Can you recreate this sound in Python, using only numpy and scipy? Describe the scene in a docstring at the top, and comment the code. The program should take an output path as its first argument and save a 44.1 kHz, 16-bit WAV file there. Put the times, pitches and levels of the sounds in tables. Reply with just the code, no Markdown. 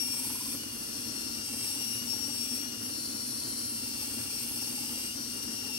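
"""At a wooden workbench, close up on a phone's two microphones: a small electric belt grinder runs while
a steel part is pressed on and lifted off. Underneath, the bench hums and rumbles. Housing and belt hiss,
the grit cuts the steel, and the belt joint knocks against the part once a lap. In front, the motor whines
on multiples of its shaft speed and sags under each touch until its governor catches up."""
import sys
import numpy as np
from scipy import signal
from scipy.fft import rfft, irfft
from scipy.io import wavfile
from scipy.ndimage import map_coordinates

SR = 44100
rng = np.random.default_rng(int(sys.argv[2]) if len(sys.argv) > 2 else 0)


def dump_mix(stems):
    """Bounce the given channels to the path in sys.argv[1] as a 16-bit WAV at rate SR."""
    frames = np.atleast_2d(stems).T  # one column per channel
    limited = np.clip(frames, -1, 1)  # hard clip at full scale
    pcm = np.round(limited * 32767).astype(np.int16)
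    wavfile.write(sys.argv[1], SR, pcm)


N = 254888
TIME, FREQ = np.arange(N) / SR, np.maximum(np.arange(N // 2 + 1) * SR / N, 1)
SHAFT_HZ, LIFT_S = 232.6, 0.0565  # governed speed; time to lift the part off
TURNS_PER_LAP, JOINT_PHASE = 12.566, .62  # shaft turns per belt lap; fraction of a lap at the joint

# Left microphone port against the right: freq_hz, balance_db
PORT_BALANCE = [(60, 4), (300, 2.5), (700, -1.5), (1600, 1.5), (3000, 0), (4500, 8), (4950, 1.5),
                (5600, 28), (6300, 0), (7300, 11.5), (8300, 4.5), (9100, 0), (15000, -0.5)]
# How alike the ports hear noise, 0 to 1: freq_hz, coherence
PORT_COHERENCE = [(50, 0.71), (280, 0.97), (600, 0.25), (2000, 0.1), (2800, 1), (3700, 0.07), (4400, 0.35),
                  (5200, 0.45), (7700, .3), (8700, 0.58), (10200, 0.93), (15000, 0.4)]
# Phase by which the left port leads: freq_hz, lead_rad
PORT_LEAD = [(0, 0), (340, -0.82), (1100, -7), (2000, -9), (2800, -8), (3600, -7.5), (4500, -5.5),
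             (5600, -4), (7000, -5), (8400, -6.3), (9700, -8.8), (10400, -9.5), (11900, -13), (15400, -16)]

# Levels and densities below are base values, ahead of each source's gains and swings.
# Bench and room rumble: freq_hz, density_db
BENCH_RUMBLE = [(20, -88), (42, -107), (60, -80), (115, -71.5), (140, -79.5), (190, -79), (220, -67.5),
                (245, -66), (305, -68.5), (345, -77), (450, -77), (700, -86.5), (1100, -86), (2000, -88)]
# Hums of the drive roller and the mains: pitch_hz, level_db
HUMS = [(58.2, -66.5), (120, -62), (240, -54.5)]
# Air and bearing noise in the housing: freq_hz, density_db
HOUSING_AIR = [(1900, -101.5), (2650, -83.5), (3100, -83), (3800, -86.5), (4200, -83.5), (4500, -77.5),
               (4900, -76.5), (5400, -74.5), (5850, -81), (6200, -79), (7200, -86), (8000, -82),
               (9000, -81.5)]
# Narrow resonances of the housing: freq_hz, width_hz, peak_density_db
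HOUSING_MODES = [(4440, 34, -73), (4430, 19, -86), (4910, 52, -84), (5550, 140, -81.5), (5930, 41, -77.5)]
# Slow swell of the housing noise: time_s, gain_db
HOUSING_SWELL = [(0.0, -1.5), (0.5, 0.5), (0.75, -2.5), (0.95, .5), (1.7, 1.5), (2.6, 0), (2.77, -1),
                 (2.96, -.5), (3.75, -1), (4.02, 1.5), (4.44, 0), (4.8, 2), (4.95, 0.5), (5.78, 0.5)]
# Belt running over its rollers: freq_hz, density_db
ROLLER_HISS = [(7600, -90.5), (8500, -89.5), (9000, -80), (9800, -75), (10600, -81), (11500, -83.5),
               (12200, -83), (13200, -102), (15500, -118)]
# Rasp around the low whistle, relative to it: freq_hz, density_db
WHISTLE_RASP = [(3950, -45), (4150, -30), (4400, -27), (4700, -27), (5000, -60)]
# Grit cutting steel: freq_hz, density_db
GRIT_HISS = [(1500, -102), (2800, -91), (3800, -90.5), (5400, -79.5), (7200, -101), (8400, -80.5),
             (9500, -107), (11200, -79), (12200, -80), (13200, -91.5), (15500, -80)]
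# Narrow resonances of the steel part: freq_hz, width_hz, peak_density_db
STEEL_MODES = [(2364, 140, -79), (3190, 170, -85.5), (7620, 170, -87), (8790, 72, -72.5),
               (10510, 250, -73.5), (10800, 460, -81)]

# The part laid on the belt and lifted off (load 1 is full):
# start_s, end_s, ease_s, load, strain_db, ring_start_hz, ring_end_hz, knock_start_db, knock_end_db
HAND_PASSES = [(-0.1, 0.601, 0.05, 0.84, 0, 844, 1048, -60.5, -49.5),
               (1.429, 2.038, 0.036, 0.5, 2, 843, 830, -59.5, -61),
               (2.013, 2.687, 0.057, 0.305, 2, 838, 874, -58.5, -68),
               (3.698, 5.154, 0.24, 0.449, -1.5, 854.7, 823, -62.5, -59.5),
               (5.578, 5.856, 0.028, 0.1, -8, 836, 840, -59, -57)]
# The hand leans in harder: centre_s, length_s, added_load
HAND_PUSHES = [(0.167, 0.28, 0.33), (0.512, 0.13, 0.11), (1.649, 0.158, 0.34), (1.854, 0.253, 0.16),
               (2.114, 0.072, 0.4), (2.237, 0.092, 0.181), (2.4, 0.12, 0.429), (2.549, 0.131, 0.46),
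               (4.025, 0.061, 0.25), (4.208, 0.091, 0.125), (4.395, 0.134, 0.293), (4.635, 0.13, 0.17),
               (4.829, 0.11, 0.28), (5.007, 0.14, 0.31), (5.761, 0.078, 0.4)]

# Weak motor tones: shaft_multiple, level_db
WEAK_TONES = [(1, -60.5), (6, -66), (20, -71), (23, -59.5), (26, -58), (38, -53.5)]
# Upper whines that come up as the grit bites: shaft_multiple, free_db, per_bite_db, per_push_db
STRAIN_WHINES = [(36, -59, 11.5, 2.5), (48, -62, 19.5, -4.5)]
# Low whistle: time_s, level_db
LOW_WHISTLE_LEVEL = [(0.0, -77), (0.54, -72), (0.62, -65), (1.25, -53.5), (1.5, -65), (2.84, -63),
                     (2.99, -47), (3.18, -50.5), (3.6, -48), (4.4, -64), (5.1, -74), (5.22, -55.5),
                     (5.78, -67)]
# Tones of the low whistle: shaft_multiple, relative_db
LOW_WHISTLE_PARTIALS = [(18, -2.5), (30, -7.5)]
# High whistle, 42 times a turn: time_s, level_db
HIGH_WHISTLE_LEVEL = [(0.0, -51.5), (0.66, -56.0), (0.84, -47), (2.76, -74), (2.82, -44.5), (3.66, -41),
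                      (4.32, -49), (4.38, -47.5), (4.5, -48), (5.78, -54)]
# The armature's slot tone, 12 times a turn: time_s, level_db
SLOT_TONE_LEVEL = [(0.0, -46.5), (0.48, -60), (0.64, -54), (0.88, -54.5), (2.0, -46), (2.08, -53),
                   (2.96, -52), (3.04, -63), (3.44, -66.5), (3.84, -52), (5.12, -49.0), (5.2, -78),
                   (5.28, -54), (5.78, -43)]
# The hands shade the slot tone from one port or the other: time_s, left_minus_right_db
HAND_SHADE = [(0.0, 3), (0.48, 5), (0.64, -14), (0.88, 6.5), (1.12, -4.0), (1.6, 3), (1.76, 17), (2.24, 11),
              (3.68, 0), (4.08, 21), (5.12, 11), (5.2, -8.5), (5.28, 17), (5.78, 22)]
# Main whine, 24 times a turn: time_s, level_db
MAIN_WHINE_LEVEL = [(0.0, -34), (0.24, -48.5), (0.78, -50.5), (1.08, -45), (1.56, -46.0), (1.98, -36),
                    (2.04, -49), (2.1, -37.5), (3.06, -45.5), (3.96, -47.0), (4.14, -53), (4.38, -44),
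                    (4.5, -63), (4.62, -42), (4.74, -56), (5.28, -40), (5.34, -44), (5.78, -43)]


def undb(db):
    """Decibels to gain."""
    return 10 ** (np.asarray(db) / 20)


def curves(table):
    """The columns of a table, joined by straight lines in time."""
    times, *columns = np.transpose(table)
    return [np.interp(TIME, times, column) for column in columns]


def over_hz(table):
    """A table joined by straight lines on a log-frequency axis."""
    hz, value = np.transpose(table)
    return np.interp(np.log(FREQ), np.log(hz), value)


def unit(x):
    """Scale to rms 1."""
    return x / np.sqrt(np.mean(x ** 2))


def wander(rate_hz):
    """Smooth random drift of rms 1, mostly slower than rate_hz."""
    return unit(irfft(rfft(rng.standard_normal(N)) / (1 + (FREQ / rate_hz) ** 2), N))


def pan(balance_db):
    """Left and right gains, balance_db apart, at constant power."""
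    gains = undb(np.array([[.5], [-.5]]) * balance_db)
    return gains / np.sqrt(np.mean(gains ** 2, axis=0))


def ports(spectra):
    """Spectra to stereo sound, with the level and phase differences of the two microphone ports."""
    phase = np.interp(FREQ, *np.transpose(PORT_LEAD)) * np.array([[.5], [-.5]])
    return irfft(spectra * pan(over_hz(PORT_BALANCE)) * np.exp(1j * phase), N)


def noise(table, modes=()):
    """Noise of a given density plus resonances, partly shared by the ports, steep beyond its band."""
    white = rfft(rng.standard_normal((3, N))) * np.sqrt(SR / 2)
    shared = np.clip(over_hz(PORT_COHERENCE), 0, 1)
    pair = np.sqrt(shared) * white[0] + np.sqrt(1 - shared) * white[1:]
    skirts = np.minimum(1, np.minimum(FREQ / table[0][0], table[-1][0] / FREQ)) ** 4
    power = (undb(over_hz(table)) * skirts) ** 2
    for hz, width_hz, db in modes:
        power = power + (undb(db) / (1 + ((FREQ - hz) / width_hz) ** 2)) ** 2
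    return ports(pair * np.sqrt(power))


def in_room(x, wet_db, t60_s):
    """A close source at the ports, with short reflections from bench, window and walls."""
    tail = rng.standard_normal((2, N)) * undb(-60 * TIME / t60_s) * (TIME > .002)
    tail = tail / np.sqrt(np.sum(tail ** 2, axis=1, keepdims=True))
    return ports(rfft(x) * (1 + undb(wet_db) * rfft(tail)) / np.sqrt(1 + undb(2 * wet_db)))


def bench():
    """The background: the motor's vibration booms in the bench top, over roller and mains hum."""
    hum = sum(np.sqrt(2) * undb(db) * np.sin(2 * np.pi * hz * TIME + 0.54 * wander(9.1))
              for hz, db in HUMS)
    return noise(BENCH_RUMBLE) * undb(-.5 + 1.4 * wander(23)) + ports(rfft(hum))


def housing(push, per_push_db=3):
    """Air and bearings rush in the resonant housing, louder with each push."""
    return noise(HOUSING_AIR, HOUSING_MODES) * undb(curves(HOUSING_SWELL)[0] + per_push_db * push)


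def belt_hiss(high_db, follow=0.23, drift_db=1.0):
    """The belt hisses over its rollers, following a share of the high whistle's swing."""
    gain_db = -1.1 + follow * (high_db - np.mean(high_db)) + drift_db * wander(6.3)
    return noise(ROLLER_HISS) * undb(gain_db)


def grit(contact, patchy_db=1.3):
    """Grit cuts unevenly and excites the steel's resonances."""
    return noise(GRIT_HISS, STEEL_MODES) * contact * undb(patchy_db * wander(40))


def belt_throb(turns, shaft_depth=0.063, lap_depth=0.041):
    """A gain that throbs with each shaft turn and each belt lap."""
    shaft = 2 * np.pi * turns
    lap = 2 * np.pi * (turns / TURNS_PER_LAP - JOINT_PHASE)
    shaft_pulse = np.sin(shaft) + np.sin(2 * shaft) / 2
    lap_pulse = (np.cos(lap) + np.cos(2 * lap)) / 2
    return 1 + shaft_depth * shaft_pulse + lap_depth * lap_pulse


def hand_echoes(x, delays_s=(.0011, .0023, .0041), sway=0.0423, echo_gain=0.3):
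    """Echoes off the moving hands and part comb the hiss with slowly shifting ripples."""
    combed = x
    for delay_s in delays_s:
        read_s = TIME - delay_s * (1 + sway * wander(0.57))
        echo = np.array([map_coordinates(port, [read_s * SR], order=3) for port in x])
        combed = combed + echo_gain * echo
    return combed / np.sqrt(1 + len(delays_s) * echo_gain ** 2)


def belt_joint(turns, width_s=0.0076, scatter_db=2.1, rattle_rad=0.83, detune=0.0149, fade_s=0.13):
    """The thick joint passes under the part once a lap and rings it, a little differently each time."""
    laps = turns / TURNS_PER_LAP - JOINT_PHASE
    from_joint_s = (laps - np.round(laps)) / (np.gradient(laps) * SR)
    bumps = np.exp(-np.abs(from_joint_s) / width_s) * undb(-scatter_db * wander(19))
    drift = 1 + detune * wander(14.1)
    rattle = rattle_rad * wander(105)
    knocks = 0
    for start, end, ease_s, _, _, start_hz, end_hz, start_db, end_db in HAND_PASSES:
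        touching = np.clip(np.minimum((TIME - start) / ease_s, (end - LIFT_S - TIME) / fade_s), 0, 1)
        ring_hz, db = curves([(start, start_hz, start_db), (end, end_hz, end_db)])
        ring = np.sin(2 * np.pi * np.cumsum(ring_hz * drift) / SR + rattle)
        knocks = knocks + unit(bumps * ring) * touching * undb(db)
    return in_room(knocks, wet_db=-7, t60_s=.2)


def hand():
    """Each pass eases on, holds and lifts off; pushes swell on top and add to the load."""
    held, strain_db = 0, 0
    for start, end, ease_s, load, db, *_ in HAND_PASSES:
        touching = np.clip(np.minimum((TIME - start) / ease_s, (end - TIME) / LIFT_S), 0, 1)
        held, strain_db = held + touching * load, strain_db + touching * db
    push = sum(load * np.exp(-(2 * (TIME - centre_s) / length_s) ** 2)
               for centre_s, length_s, load in HAND_PUSHES)
    return np.maximum(held + push, 0), push, strain_db


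def governed_speed(load, sag_hz=15, recovery_s=.095):
    """The shaft sags when load comes on and overshoots when it goes, until the governor catches up."""
    change = load - load[0]
    pole = np.exp(-1 / (recovery_s * SR))
    caught_up = signal.lfilter([1 - pole], [1, -pole], change)
    return SHAFT_HZ - sag_hz * (change - caught_up)


def strain_tones(bite, push, strain_db, waver_db=2.6):
    """Upper whines rise as the grit bites, each wavering on its own: (shaft_multiple, level_db)."""
    return [(multiple, free_db + bite_db * bite + push_db * push + strain_db + waver_db * wander(4))
            for multiple, free_db, bite_db, push_db in STRAIN_WHINES]


def shaft_tone(turns, multiple, db, flutter_db=1.6):
    """One fluttering tone locked to a multiple of the shaft speed."""
    wave = np.sqrt(2) * np.sin(2 * np.pi * (multiple * turns + rng.random()))
    return wave * undb(db + flutter_db * wander(21))


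def motor_whine(turns, load, push, overspeed_hz, contact, side_tones):
    """Main whine, slot tone and side tones; the grit shakes them and the belt sways them once a lap."""
    shudder = .0016 * np.sqrt(contact) * wander(60)
    lap_sway = .0016 * np.sin(2 * np.pi * turns / TURNS_PER_LAP)
    shaken = turns + shudder + lap_sway
    # The main whine surges with each push and thins when the shaft overshoots.
    main_db = curves(MAIN_WHINE_LEVEL)[0] + 7.5 * push - 0.37 * overspeed_hz
    tones = sum(shaft_tone(shaken, multiple, db) for multiple, db in [(24, main_db)] + side_tones)
    slot_db = curves(SLOT_TONE_LEVEL)[0] + 0.44 * overspeed_hz
    shade_db = curves(HAND_SHADE)[0] - 10 * load
    slots = shaft_tone(shaken, 12, slot_db) * pan(shade_db)
    return in_room(slots + tones, wet_db=-16, t60_s=.15)


def scene():
    """The hand's load sets the speed and the bite; one shaft drives the whine, the belt and its joint."""
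    load, push, strain_db = hand()
    speed_hz = governed_speed(load)
    turns = np.cumsum(speed_hz * (1 + 0.00046 * wander(11.3))) / SR
    overspeed_hz = np.maximum(speed_hz - SHAFT_HZ, 0)
    bite = load ** 0.76
    contact = undb(-6 + 8.5 * bite)  # some grit noise stays with no load

    low_db = curves(LOW_WHISTLE_LEVEL)[0] + 1.3 * overspeed_hz  # sings out on each overshoot
    high_db = curves(HIGH_WHISTLE_LEVEL)[0]
    whistles = [(42, high_db)] + [(multiple, low_db + db) for multiple, db in LOW_WHISTLE_PARTIALS]
    side_tones = whistles + strain_tones(bite, push, strain_db) + WEAK_TONES
    motor = motor_whine(turns, load, push, overspeed_hz, contact, side_tones)

    running = belt_hiss(high_db) + housing(push)
    rasp = noise(WHISTLE_RASP) * undb(low_db + 2)
    hiss = hand_echoes(belt_throb(turns) * (running + rasp + grit(contact)))
    return motor + hiss + belt_joint(turns) + bench()


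def record(dry):
    """The phone cuts the top steeply above 15.8 kHz."""
    return signal.sosfilt(signal.ellip(12, .1, 80, 15800, fs=SR, output="sos"), dry)


dry = scene()
out = record(dry)
dump_mix(out)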